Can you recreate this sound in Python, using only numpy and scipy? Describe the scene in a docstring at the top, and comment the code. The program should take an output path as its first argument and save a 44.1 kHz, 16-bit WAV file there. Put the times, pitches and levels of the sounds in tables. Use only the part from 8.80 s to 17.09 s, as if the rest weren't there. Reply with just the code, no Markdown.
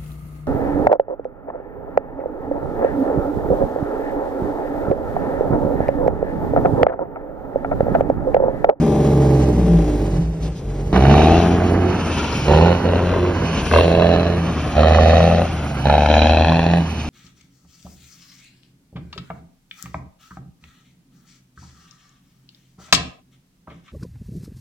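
"""A six-cylinder diesel truck with open stacks, first from inside the cab: the revs sink towards idle,
firings drone through the floor, panels boom, and valves let out puffs of filtered noise.
Then from the roadside it pulls away through five gears, each firing a pressure step and a gas puff
that growls, barks and rasps from the stack and bounces off the road. Between gears turbo air and a
thin whistle come through, with the noise of tyres and trailer; at the end the revs sink again."""
import sys
import numpy as np
from scipy import signal
from scipy.fft import rfft, irfft
from scipy.io import wavfile
from scipy.ndimage import uniform_filter1d, minimum_filter1d

SR = 44100
rng = np.random.default_rng(int(sys.argv[2]) if len(sys.argv) > 2 else 0)


def put_to_file(sound):
    """Save the sound as 16-bit audio at rate SR, in the file named by the first command-line argument."""
    columns = np.atleast_2d(sound).T  # one column per channel
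    safe = np.clip(columns, -1, 1)
    whole_steps = np.round(safe * 32767)
    wavfile.write(sys.argv[1], SR, whole_steps.astype(np.int16))


N = 365588
TIME = np.arange(N) / SR  # s
BINS = np.fft.rfftfreq(2 ** 19, 1 / SR)  # Hz


def amp(db):
    """Decibels to gain."""
    return np.exp(np.asarray(db) * (np.log(10) / 20))


def unit(x):
    """Scales to rms 1."""
    return x / np.sqrt(np.mean(x ** 2) + 1e-20)


def curves(rows):
    """Each column of a table after the first as a curve over time."""
    s, *columns = np.transpose(rows)
    return [np.interp(TIME, s, column) for column in columns]


def read(points, hz):
    """A spectrum's value at hz, interpolated along log frequency."""
    f, value = np.transpose(points)
    return np.interp(np.log(hz + 1), np.log(f + 1), value)


def response(points, size=8192):
    """Causal, minimum-phase impulse response with the given spectrum."""
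    hz = abs(np.fft.fftfreq(size, 1 / SR))
    log_gain = np.log(amp(np.maximum(read(points, hz), -100)))
    spectrum = np.exp(np.conj(signal.hilbert(log_gain)))
    return np.fft.ifft(spectrum).real[:size // 2]


def colour(x, points):
    """Filters to the given spectrum, rms 1."""
    return unit(signal.oaconvolve(x, response(points))[:N])


def drift(rate_hz, size=2 ** 14):
    """Smooth random wandering, rms 1."""
    s = np.linspace(0, N / SR, size)
    hz = np.fft.rfftfreq(size, s[1])
    smooth = irfft(rfft(rng.standard_normal(size)) / (1 + (hz / rate_hz) ** 4))
    return unit(np.interp(TIME, s, smooth))


def hiss(points, flutter_db):
    """Turbulent noise whose level flutters."""
    return colour(rng.standard_normal(N) * amp(flutter_db * drift(21)), points)


def tone(turns):
    """A sine of rms 1 from its running count of cycles."""
    return np.sqrt(2) * np.sin(2 * np.pi * turns)


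def resonate(x, hz, width):
    """One damped resonance; hz may be a curve."""
    r = np.exp(-np.pi * width / SR)
    if np.ndim(hz) == 0:
        return signal.lfilter([1 - r], [1, -r * np.exp(2j * np.pi * hz / SR)], x).real
    # a moving resonance: shift it down to zero frequency, smooth, shift back
    turn = np.exp(2j * np.pi * np.cumsum(hz) / SR)
    return (turn * signal.lfilter([1 - r], [1, -r], x * turn.conj())).real


def resonate_twice(x, hz, width):
    """Two equal resonances in a row, for a steeper peak."""
    return resonate(resonate(x, hz, width), hz, width)


def ring(x, modes):
    """Rings a duct's narrow resonances."""
    return sum(amp(db) * unit(resonate(x, hz, width)) for hz, width, db in modes)


def steady(x, size=6000):
    """Holds the slow level at rms 1."""
    power = uniform_filter1d(uniform_filter1d(x ** 2, size), size // 2)
    return x / np.sqrt(abs(power) + 1e-9)


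def swell(s, length):
    """A bell-shaped rise and fall centred on s."""
    return np.exp(-np.minimum((2 * (TIME - s) / length) ** 2, 20))


def burst(s, length):
    """A swell centred on s with a flatter top and steeper sides."""
    return np.exp(-np.minimum((2 * (TIME - s) / length) ** 4, 20))


def reflections(x, decay_s, size=4096):
    """A dense cluster of dying echoes, its spectrum flattened so that only phases are scrambled."""
    t = np.arange(size) / SR
    taps = rng.standard_normal(size) * np.exp(-t / decay_s)
    even = irfft(np.exp(1j * np.angle(rfft(taps))))
    return signal.oaconvolve(x, even)[:N]


def shifting(x, decay_s, rate):
    """Echoes whose pattern keeps changing, turning between two clusters."""
    angle = 2 * np.pi * rate * (TIME + drift(0.95) / 10)
    return np.cos(angle) * reflections(x, decay_s) + np.sin(angle) * reflections(x, decay_s)


def firings(turns, cylinders, uneven_db, rough, puff_s):
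    """One pressure step a firing, followed by a short puff of turbulent gas."""
    size_db, lag_s = np.transpose(cylinders)
    n = np.arange(1, int(turns[-1]))
    cylinder = n % len(lag_s)
    at = np.interp(n, turns, np.arange(N)) + SR * lag_s[cylinder]
    at = np.clip(at, 0, N - 1).astype(int)
    chance = np.clip(rng.standard_normal(len(n)), -2, 2)
    kicks = np.zeros(N)
    kicks[at] = amp(size_db[cylinder] + uneven_db * chance)
    puff_level = signal.lfilter([1], [1, -np.exp(-1 / (puff_s * SR))], kicks)
    puffs = puff_level * rng.standard_normal(N)
    return np.sqrt(1 - rough) * unit(kicks - kicks.mean()) + np.sqrt(rough) * unit(puffs)


# The bounce off the road, heard from the roadside; close up the trailer screens it.
# Each row: time in seconds, comb spacing in Hz, strength from 0 to 1.
ROAD_BOUNCE = [(2.1, 369, 0.17), (2.8, 402, 0.18), (3.75, 470, 0.37), (4.25, 500, 0.4), (4.95, 532, 0.52),
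               (5.4, 571, 0.32), (6.0, 621, 0.55), (6.55, 642, 0.56), (7.1, 772, 0.64), (7.4, 775, 0.95),
               (7.85, 885, 0.5), (8.3, 970, 0.3)]


def mirrored(x):
    """The road mirrors the stack; the echo closes in as the truck draws away."""
    spacing_hz, strength = curves(ROAD_BOUNCE)
    echo = np.interp(TIME - 1 / spacing_hz, TIME, x)
    return (x + strength * echo) / np.sqrt(1 + strength ** 2)


def off_road(x):
    """A running sound with its road echo, held at rms 1."""
    return steady(mirrored(x))


# Tyres, gears and trailer from the roadside. Each row: time in seconds, level in dB.
ROLLING_LEVEL = [(2.1, -19), (3.2, -21.5), (3.6, -22.5), (4.7, -21.5), (5.8, -23.5), (6.85, -24.5),
                 (8.29, -28)]
# Their tone. Each row: frequency in Hz, relative density in dB per Hz.
ROLLING_SPECTRUM = [(20, -33.5), (45, -5), (80, -1), (170, 0.5), (260, 1), (500, -11), (700, -9),
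                    (1050, -13), (1600, -17), (2100, -23.5), (2750, -30), (3300, -33), (4400, -43),
                    (7000, -59.5), (12000, -56.5)]


def rolling():
    """Tyres and trailer rumble along the road as broad noise, heard direct and with its road echo."""
    roar = hiss(ROLLING_SPECTRUM, flutter_db=1.5)
    level_db, = curves(ROLLING_LEVEL)
    return amp(level_db) * unit(off_road(roar) + roar)


# The trailer's running gear singing as it passes the roadside.
# Each row: centre in seconds, length in seconds, pitch in Hz, width of each resonance in Hz, level in
# dB before the swell.
AXLE_TONES = [(3.426, 0.3, 955, 130, -33), (3.45, 0.23, 1376, 130, -34), (3.5, 0.16, 4330, 350, -43),
              (3.577, 0.22, 5220, 480, -39)]


def running_gear():
    """Rubbing noise excites narrow tones that swell and fade as the trailer's axles draw past."""
    rub = rng.standard_normal(N) * amp(5.2 * drift(45))
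    out = np.zeros(N)
    for s, length, hz, width, db in AXLE_TONES:
        out += amp(db) * swell(s, length) * unit(resonate_twice(rub, hz, width))
    return out


# The turbo's air from the roadside, added to a steady flow.
# Each row: centre in seconds, length in seconds, intake hiss in dB, turbo spill in dB.
AIR_RUSHES = [(2.455, 0.61, -34.5, -54), (3.337, 0.34, -36.5, -63), (3.66, 0.49, -36, -54),
              (4.747, 0.31, -35.5, -64), (4.956, 0.23, -36, -47), (5.77, 0.42, -42, -63),
              (6.33, 0.5, -34.5, -61), (6.894, 0.61, -50, -61), (7.404, 0.37, -37, -74),
              (8.157, 0.27, -44, -61)]
# The whistle of the turbo running down between gears.
# Each row: centre in seconds, length in seconds, pitch at the centre in Hz, level in dB.
TURBO_WHISTLE = [(3.336, 0.3, 9260, -50), (4.833, 0.3, 9900, -53.5)]
# Tone of the intake hiss. Each row: frequency in Hz, relative density in dB per Hz.
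INTAKE_SPECTRUM = [(1500, -23.5), (2300, 12), (2750, 8.5), (3400, 5.5), (4300, 1.5), (4900, 1), (5600, -3),
                   (6700, 2.5), (7600, -18), (9000, -15), (12000, -50.5)]
# Narrow resonances of the intake ducts. Each row: frequency in Hz, width in Hz, level in dB re the hiss.
INTAKE_DUCTS = [(2660, 200, -9), (3000, 160, -6.5), (4343, 230, -15), (5530, 370, -12.5)]
# Tone of the spilled air. Each row: frequency in Hz, relative density in dB per Hz.
SPILL_SPECTRUM = [(6000, -38), (7700, -9.5), (8600, 10), (9800, 3.5), (11500, 0), (13000, -10.5),
                  (15000, -15)]
STEADY_INTAKE_DB, STEADY_SPILL_DB = -41.5, -57.5  # flow between rushes
WHISTLE_SINK_HZ_PER_S = 1700


def turbo():
    """Air hisses through the intake and spills, with a thin whistle, as the load comes off and on."""
    intake, spill, whistle = amp(STEADY_INTAKE_DB), amp(STEADY_SPILL_DB), 0
    for s, length, intake_db, spill_db in AIR_RUSHES:
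        rush = swell(s, length)
        intake = intake + amp(intake_db) * rush
        spill = spill + amp(spill_db) * rush
    for s, length, hz, db in TURBO_WHISTLE:
        turns = np.cumsum(hz - WHISTLE_SINK_HZ_PER_S * (TIME - s)) / SR
        whistle = whistle + amp(db) * swell(s, length) * tone(turns)
    flow = hiss(INTAKE_SPECTRUM, flutter_db=1.5)
    ducted = unit(flow + ring(flow, INTAKE_DUCTS))
    # the whistle's level wavers at random
    return whistle * drift(160) + intake * ducted + spill * hiss(SPILL_SPECTRUM, flutter_db=1.8)


# Air let out by the gearshift valves, inside the cab.
# Each row: centre in seconds, length in seconds, level in dB.
VALVE_PUFFS = [(1.654, 0.08, -45.5), (1.778, 0.059, -48)]


def valves():
    """Short bursts of filtered noise as the gearshift valves let out air."""
    level = sum(amp(db) * burst(s, length) for s, length, db in VALVE_PUFFS)
    return level * hiss([(1500, -7), (3500, 2), (6000, 1), (12000, -17)], flutter_db=1.5)


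# The cab shuddering on its mounts.
# Each row: centre in seconds, length in seconds, pitch in Hz, level in dB.
CAB_SHUDDERS = [(1.46, .15, 58, -22), (1.67, .13, 58, -23)]


def shudder():
    """Brief low tones as the cab shudders on its mounts."""
    return sum(amp(db) * burst(s, length) * tone(hz * TIME) for s, length, hz, db in CAB_SHUDDERS)


# Engine speed heard from the cab. Each row: time in seconds, firing rate in Hz.
CAB_FIRING_RATE = [(0.0, 80.3), (0.12, 71.48), (0.55, 67.7), (0.8, 61.4), (1.0, 54.6), (1.29, 48.28),
                   (1.41, 44.56), (1.6, 43.02), (1.86, 46.17)]
# Levels in the cab. Each row: time in seconds, drone in dB before the harmonic's own level, engine
# growl in dB, panel boom in dB before a cut of 8.5 dB.
CAB_MIX = [(0.0, 0, -17, -11.5), (0.5, 2.5, -16.5, -14.5), (0.95, -5.5, -20.5, -13.5),
           (1.2, -7.5, -21.5, -20), (1.4, -6.5, -28.5, -11.5), (1.52, -45, -37, -17.5),
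           (1.68, -22, -32.5, -18.5), (1.78, -26, -43.5, -29), (1.88, -9.5, -34, -47),
           (2.12, -11, -30.5, -20)]
# How loudly the cab carries a firing harmonic. Each row: frequency in Hz, level in dB.
CAB_HARMONICS = [(44, -18.5), (55, -10.5), (66, -19), (76, -34.5), (98, -21.5), (112, -29), (135, -16.5),
                 (150, -26), (168, -6), (200, -30.5), (220, -19.5)]
# Pulses as they reach the cab, in firing order. Each row: strength in dB, lag in seconds.
CAB_PULSES = [(0, 0), (-4, .0015), (-2, -.0012), (-1, .0003), (-4.5, .0018), (-2, -.001)]
# A cab panel ringing out as the revs sink through it: centre in seconds, length in seconds, rise in dB.
RINGING_PANEL = (1.22, 0.88, 6.1)
# Tone of the growl through the cab's body. Each row: frequency in Hz, relative density in dB per Hz.
CAB_GROWL_SPECTRUM = [(70, -24.5), (140, -14), (230, 4), (270, -3.5), (300, -10), (370, -2.5), (440, 1),
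                      (510, -16.5), (600, -6), (700, -22), (800, -7.5), (950, -24), (1200, -22.5),
                      (1500, -39), (2300, -46), (5000, -72)]
# Tone of the air hiss in the cab. Each row: frequency in Hz, relative density in dB per Hz.
CAB_AIR_SPECTRUM = [(500, 7), (1200, -7), (2000, -11), (3000, -12.5), (4300, -17.5), (6200, -16),
                    (8000, -14.5), (11000, -42), (14000, -37)]
CAB_AIR_DB = -29.5  # at the growl's loudest
CAB_AIR_FOLLOW = 0.48  # share of the growl's fall in dB that the air follows


def cab():
    """Firings come through the floor, dulled, and set the panels booming."""
    hz, = curves(CAB_FIRING_RATE)
    drone_db, growl_db, boom_db = curves(CAB_MIX)
    turns = np.cumsum(hz * (1 + 0.001 * drift(13))) / SR
    drone = sum(amp(drone_db + read(CAB_HARMONICS, k * hz)) * tone(k * turns) for k in range(1, 4))

    drive = firings(turns, CAB_PULSES, uneven_db=1.5, rough=0.12, puff_s=0.042)
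    drive = reflections(drive, decay_s=0.01)
    ring_s, ring_length, ring_db = RINGING_PANEL
    panel_level = amp(-6 + ring_db * swell(ring_s, ring_length))
    panel = unit(resonate(drive, 297.2, width=14))
    growl = amp(growl_db) * steady(colour(drive, CAB_GROWL_SPECTRUM) + panel_level * panel)
    boom = amp(boom_db - 8.5) * steady(resonate_twice(drive, 164, width=25))

    rumble_spectrum = [(20, -47), (45, -3.0), (100, -4.0), (200, -14.5), (500, -20.5), (1500, -56.5)]
    rumble = amp(-30.0) * hiss(rumble_spectrum, flutter_db=2)
    air_db = CAB_AIR_DB + CAB_AIR_FOLLOW * (growl_db - growl_db.max())
    air = amp(air_db) * hiss(CAB_AIR_SPECTRUM, flutter_db=1.5)
    return drone + growl + boom + rumble + shudder() + valves() + air


# The five gears: revs surge as the clutch takes up, climb under load, then sink until the next gear.
# Each row: start in seconds, surge's end in seconds, lift-off in seconds, then the firing rate in Hz
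# at each of those three moments.
GEAR_RUNS = [(2.119, 2.59, 3.099, 60.14, 86.42, 90.52), (3.629, 3.876, 4.533, 69.0, 86.63, 89.34),
             (4.874, 4.999, 5.551, 74.49, 84.42, 86.38), (5.922, 6.03, 6.622, 72.19, 78.2, 85.76),
             (7.03, 7.1, 7.968, 66, 72.7, 85.3)]
COAST_HZ_PER_S = 39  # how fast the firing rate sinks after the last gear


def road_revs():
    """Firing rate through the gears: surge, climb, sink."""
    gears = np.array(GEAR_RUNS)
    s, hz = gears[:, :3].ravel(), gears[:, 3:].ravel()
    return np.interp(TIME, s, hz) - COAST_HZ_PER_S * np.maximum(TIME - s[-1], 0)


ATTACK_S, RELEASE_S = 0.03, 0.07


def press(start, end):
    """Quick attack, hold, and a release once the pedal lifts."""
    attack = (1 + np.tanh(2 * (TIME - start) / ATTACK_S)) / 2
    release = (1 - np.tanh(2 * (TIME - end) / RELEASE_S)) / 2
    return attack * release


# How loudly the stack carries a firing harmonic. 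Each row: frequency in Hz, level in dB.
STACK_HARMONICS = [(60, -24.5), (70, -17), (80, -13.5), (89, -17.5), (120, -34.5), (138, -21), (151, -26),
                   (161, -24), (168, -20.5), (180, -29), (205, -36), (222, -27), (236, -25.5), (255, -35),
                   (320, -51), (355, -29), (380, -19)]
KICK_DB, KICK_S = 0.5, 0.031  # the second harmonic is louder for a moment as each gear starts
OVERTONE_WAVER_DB, WAVER_HZ = 3.7, 2.7  # each overtone wavers on its own; rms depth


def stack_drone(turns, hz, load, second, third, fourth):
    """The lowest firing harmonics swell as they slide through the resonances of the stack."""
    # the pressure in the stack crests an eighth of a cycle before each crack
    angle = 2 * np.pi * (turns + 1 / 8)
    kick = amp(KICK_DB * sum(swell(start + KICK_S, 2 * KICK_S) for start, *_ in GEAR_RUNS))
    out = load * amp(read(STACK_HARMONICS, hz)) * np.cos(angle)
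    for k, level in [(2, second * kick), (3, third), (4, fourth)]:
        carried = amp(read(STACK_HARMONICS, k * hz) + OVERTONE_WAVER_DB * drift(WAVER_HZ))
        out = out + level * carried * np.sin(k * angle)
    return np.sqrt(2) * out


# Single firings that crack out of the stack above the rest. Each row: start in seconds, level in dB
# before RAP_DB, crack relative to the knock in dB before CRACK_DB.
LOUD_FIRINGS = [(2.159, -5, -13), (2.25, -3, -14), (2.294, -6, -18), (2.31, -3, -23), (2.338, -5.5, -15),
                (2.378, -5, -10), (2.416, -2, -13), (2.455, -10, -15), (2.493, -9, -21), (2.564, -13, -25),
                (3.694, -16, -24), (3.733, 1, -20), (3.809, -5, -24), (3.858, -4.5, -26), (3.88, -7, -20),
                (3.926, -12, -19), (4.133, -10, -33), (4.338, -13, -19), (4.911, -6, -17), (4.935, 9, -18),
                (4.959, 8, -19), (4.984, 2, -17), (5.007, -8, -17), (5.22, -6, -13), (5.29, -10, -12),
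                (5.98, -6.5, -20), (6.031, -3, -21), (6.069, -11, -24), (6.107, -7, -28), (6.145, -2, -25),
                (6.183, 7.5, -25), (6.257, -7, -15), (6.331, -3, -20), (6.403, -1.5, -22),
                (6.44, -10.5, -18), (6.512, -13.5, -24), (6.547, -18, -21), (6.616, -10, -25),
                (7.097, -4.5, -19), (7.178, -13.5, -12), (7.258, -7, -5.5), (7.367, -7, -10),
                (7.418, -7.5, -2), (7.569, -8.5, -18), (7.645, -6, -19), (7.718, -8, -19),
                (7.791, -5.5, -21), (7.934, -14, -13)]
# Tone of the hollow knock. Each row: frequency in Hz, relative density in dB per Hz.
KNOCK_SPECTRUM = [(200, -16), (550, 5.5), (750, 7), (950, 3), (1400, -1), (1900, -9.5), (4000, -34.5),
                  (7500, -60.5)]
# Tone of the crack on top. Each row: frequency in Hz, relative density in dB per Hz.
CRACK_SPECTRUM = [(900, -21), (1700, -9), (2100, 5), (2400, 2.5), (2750, 8), (3200, -6), (4300, -16),
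                  (6500, -19), (7500, -40)]
RAP_DB, CRACK_DB = 14, 4  # gains of the whole rap and of its crack
RAP_DECAY_S = 0.0012


def raps(size=2048):
    """Now and then one firing bangs out of the stack: a hollow knock with a sharp crack on top."""
    age = np.arange(size) / SR / RAP_DECAY_S
    knock, crack = response(KNOCK_SPECTRUM), response(CRACK_SPECTRUM)
    out = np.zeros(N)
    for s, db, crack_db in LOUD_FIRINGS:
        gas = rng.standard_normal(size) * age ** 2 * np.exp(-age)
        for voice, voice_db in [(knock, 0), (crack, CRACK_DB + crack_db)]:
            bang = signal.fftconvolve(gas, voice)[:size]
            out[round(s * SR):][:size] += amp(RAP_DB + db + voice_db) * bang / np.linalg.norm(bang)
    return mirrored(out)


# Tone of the stack's growl. Each row: frequency in Hz, relative density in dB per Hz.
GROWL_SPECTRUM = [(30, -27), (55, 4), (90, -4), (150, -16.5), (220, 7), (280, -0.5), (350, 3), (480, -1),
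                  (650, -4), (1200, -23.5), (3000, -85.5)]


def stack_growl(soft, echo):
    """Low voice of the firings, ringing on in the pipe and along the trailer's side."""
    return off_road(colour(soft + echo * shifting(soft, decay_s=0.011, rate=0.3436), GROWL_SPECTRUM))


# Tone of the bark. Each row: frequency in Hz, relative density in dB per Hz.
BARK_SPECTRUM = [(150, -25.5), (350, -14), (550, 2), (790, 5.5), (1000, -11), (1400, -13), (2000, -23.5),
                 (3000, -22), (7000, -100)]
# The bark's hollow vowel, moving with load and with the angle of the stack.
# Each row: time in seconds, resonance in Hz, level in dB relative to the plain bark.
HOLLOW_VOWEL = [(2.15, 745, -3), (2.55, 690, -1), (3.0, 623, 0), (3.7, 463, -5), (3.95, 454, -1),
                (4.1, 403, 6), (4.5, 406, 7.5), (4.95, 630, -4), (5.4, 643, 5), (6.0, 570, -11.5),
                (6.6, 586, -3), (7.1, 785, -9), (7.95, 790, -3)]
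# Tone of the bright blat as a gear bites. Each row: frequency in Hz, relative density in dB per Hz.
BLAT_SPECTRUM = [(500, -20.5), (810, 15), (1050, -11), (1600, -8), (2200, -26), (2750, -2), (3500, -15),
                 (7000, -54)]
BLAT_DB, BLAT_S = -11.5, 0.22  # level relative to the bark, length


def stack_bark(sharp, soft, echo):
    """Hollow voice of the firings, with a bright blat for a moment as each gear bites."""
    barking = sharp + 0.43 * echo * shifting(soft, decay_s=0.011, rate=0.591)
    hollow_hz, hollow_db = curves(HOLLOW_VOWEL)
    hollow = unit(resonate_twice(barking, hollow_hz, width=212))
    bark = off_road(colour(barking, BARK_SPECTRUM) + amp(hollow_db) * hollow)
    bite = sum(swell(start + BLAT_S / 2, BLAT_S) for start, *_ in GEAR_RUNS)
    return bark + amp(BLAT_DB) * bite * off_road(colour(sharp, BLAT_SPECTRUM))


# Tone of the rasp. Each row: frequency in Hz, relative density in dB per Hz.
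RASP_SPECTRUM = [(500, -24), (1300, 6), (1800, 11.5), (2150, 3), (2600, 8), (3100, 2.5), (4000, 3.5),
                 (5500, -24), (6700, -24), (8000, -66.5), (12000, -34), (15000, -83)]
# The stack's ring, shifting from gear to gear. Each row: time in seconds, pitch in Hz, gain in dB.
RING_PITCH = [(2.15, 2280, 8), (2.45, 2400, 21), (2.6, 2900, 0), (3.75, 2730, 3), (4.3, 2770, 0),
              (5.0, 2750, 4), (5.5, 2560, -5), (6.05, 2570, -7), (6.4, 2580, -28), (7.15, 2510, -6),
              (7.5, 2530, 0.5), (7.95, 2570, -4)]
# Narrow resonances of the stack. Each row: multiple of the ring's pitch, width in Hz, level in dB
# before the ring's gain.
RING_MODES = [(1, 147, -1.5), (1.24, 200, -12), (1.55, 280, -12.5)]
# Tone of the crackle. Each row: frequency in Hz, relative density in dB per Hz.
CRACKLE_SPECTRUM = [(2000, -17), (3200, 1.5), (4100, 6.5), (5000, -9), (6500, -10.5), (7500, -35)]
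CRACKLE_DB = -8.5  # relative to the rasp
SMEAR_S = 0.0008  # bends in the pipe smear each crack a little


def stack_rasp(torn):
    """Torn gas rasps through the pipe, rings its narrow resonances and crackles."""
    tearing = colour(reflections(torn, decay_s=SMEAR_S), RASP_SPECTRUM)
    ring_hz, ring_db = curves(RING_PITCH)
    modes = [(multiple * ring_hz, width, db) for multiple, width, db in RING_MODES]
    ringing = amp(ring_db) * ring(tearing, modes)
    crackle = off_road(colour(torn, CRACKLE_SPECTRUM))
    return steady(mirrored(tearing) + ringing) + amp(CRACKLE_DB) * crackle


# Pulses at the stack, in firing order. Each row: strength in dB, lag in seconds.
STACK_PULSES = [(-6, .0004), (-4, 0), (-2, .0002), (-3, -.0001), (-7, .0005), (-.5, -.0002)]
# Echoes off the trailer's side, fading as the truck draws away.
# Each row: time in seconds, strength from 0 to 1.
TRAILER_SIDE = [(2.1, .8), (5.3, .7), (7.4, .4)]
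# The accelerator, held in stages, harder or softer. Each row: start in seconds, end in seconds, drone,
# its second, third and fourth harmonics in dB before the stack's response, growl, bark and rasp in dB
# at the start, then how fast these three ease off in dB per second (negative builds up).
PEDAL_STAGES = [(2.106, 2.301, 2.5, 3.5, 5.5, -1, -20.5, -29.5, -37.5, -21),
                (2.296, 2.607, -1, 3, 5, 0, -13.5, -18, -30, -6),
                (2.627, 3.124, -4, 4.5, -6, 3.5, -16, -34, -60, 11.5),
                (3.679, 3.951, -1.5, 3.5, -10, -2, -14, -13, -26.5, 19.5),
                (4.035, 4.53, -4, 2.5, 0, 4.5, -20.5, -21, -37.5, 10),
                (4.923, 5.03, 1.5, -14, -20, -18, -16, -18.5, -25, -21),
                (5.048, 5.307, -6, 1, 0, -9, -20.5, -24, -33.5, -23.5),
                (5.316, 5.584, -6.5, -6.5, -12, 10, -17, -25.5, -30.5, 33.5),
                (5.964, 6.41, -0.5, 2, -1.5, -4, -19, -14, -27.5, -1),
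                (6.417, 6.642, -5.5, 5, -2, 3, -19.5, -15.5, -30.5, 21),
                (7.056, 7.29, -3.5, 1.5, -10, -2, -19, -14.5, -27, 16),
                (7.294, 7.676, -3.5, -8.5, -9, -3, -15.5, -17, -23, 10.5),
                (7.671, 8.004, -8.5, 2, -4, -1, -21.5, -23, -28, 12)]
# drone and overtones with the pedal up, before the stack's response
COAST_DRONE_DB, COAST_SECOND_DB, COAST_UPPER_DB = -13.5, -8, -15


def exhaust():
    """A smooth drone all the time; under load each firing also growls, barks, rasps and crackles."""
    hz = road_revs()
    turns = np.cumsum(hz * (1 + 0.00091 * drift(16.6))) / SR
    soft = firings(turns, STACK_PULSES, uneven_db=2.0, rough=0.08, puff_s=0.015)
    sharp = firings(turns, STACK_PULSES, uneven_db=1.5, rough=0.2, puff_s=0.0045)
    sharp = reflections(sharp, decay_s=SMEAR_S)
    torn = firings(turns, STACK_PULSES, uneven_db=0.6, rough=0.5, puff_s=0.006)
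    echo, = curves(TRAILER_SIDE)
    growl = stack_growl(soft, echo)
    bark = stack_bark(sharp, soft, echo)
    rasp = stack_rasp(torn)

    # a faint growl stays while coasting, following the rolling level
    out = amp(curves(ROLLING_LEVEL)[0] - 20.5) * growl
    coast = amp([COAST_DRONE_DB, COAST_SECOND_DB, COAST_UPPER_DB, COAST_UPPER_DB])[:, None]
    harmonics = coast * np.ones(N)
    for start, end, *harmonics_db, growl_db, bark_db, rasp_db, ease_db in PEDAL_STAGES:
        throttle = press(start, end)
        easing = amp(-ease_db * np.clip(TIME - start, 0, end - start))
        voices = amp(growl_db) * growl + amp(bark_db) * bark + amp(rasp_db) * rasp
        out = out + throttle * easing * voices
        harmonics += throttle * (amp(harmonics_db)[:, None] - coast)
    return out + stack_drone(turns, hz, *harmonics) + raps()


# The microphone pair. Each row: frequency in Hz, phase by which the left leads in radians.
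PAIR_PHASE = [(200, 0), (400, -.2), (600, .3), (900, -.1), (2000, .25), (3100, 1.8), (3700, 1.2),
              (4400, .7), (5200, .3), (6000, 1.5), (7100, 3.1), (8100, 3.2), (9400, 4.5), (10300, 6.2),
              (12000, 8)]
# Its balance. Each row: frequency in Hz, left minus right in dB.
PAIR_BALANCE = [(130, 0), (280, -.5), (600, -2), (1200, -.7), (2600, -2), (4500, .3), (12000, -.3)]
# Sound that differs between the two. Each row: frequency in Hz, scattered re direct sound in dB.
PAIR_SCATTER = [(150, -36), (300, -15), (550, -9), (1400, -16), (2500, -7), (4500, -3), (6000, -7),
                (7500, -20), (9000, -6), (11500, -9)]


def ports(x):
    """Two microphone ports hear the same wave a little apart, plus scatter that differs between them."""
    size = 2 * len(BINS) - 2
    scatter = amp(read(PAIR_SCATTER, BINS))
    # half of the level and phase difference goes to each side
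    tilt = amp(read(PAIR_BALANCE, BINS) / 2) * np.exp(0.5j * read(PAIR_PHASE, BINS))
    direct = rfft(x, size)
    stray = scatter * rfft(shifting(x, decay_s=0.003, rate=1.2), size)
    pair = np.array([(direct + stray) * tilt, (direct - stray) / tilt])
    return irfft(pair / np.sqrt(1 + scatter ** 2))[:, :N]


OUTSIDE_S = 2.128  # the listener moves from the cab to the roadside


def scene():
    """The cab, then the roadside."""
    outside = np.clip((TIME - OUTSIDE_S) / 0.0011, 0, 1)
    roadside = rolling() + running_gear() + turbo() + exhaust()
    return ports((1 - outside) * cab() + outside * roadside)


CEILING, EDGE_HZ = 0.93, 13300  # limiter's full-scale ceiling, top of the band


def record(dry):
    """A fast limiter holds the highest peaks under the ceiling; then the band limit."""
    room = CEILING / np.maximum(abs(dry).max(axis=0), CEILING)
    gain = minimum_filter1d(room, size=129)
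    gain = uniform_filter1d(uniform_filter1d(gain, size=65), size=65)
    band = signal.firwin(255, EDGE_HZ, window=("kaiser", 9), fs=SR)
    return signal.oaconvolve(dry * gain, band[None], "same")


dry = scene()
out = record(dry)
put_to_file(out)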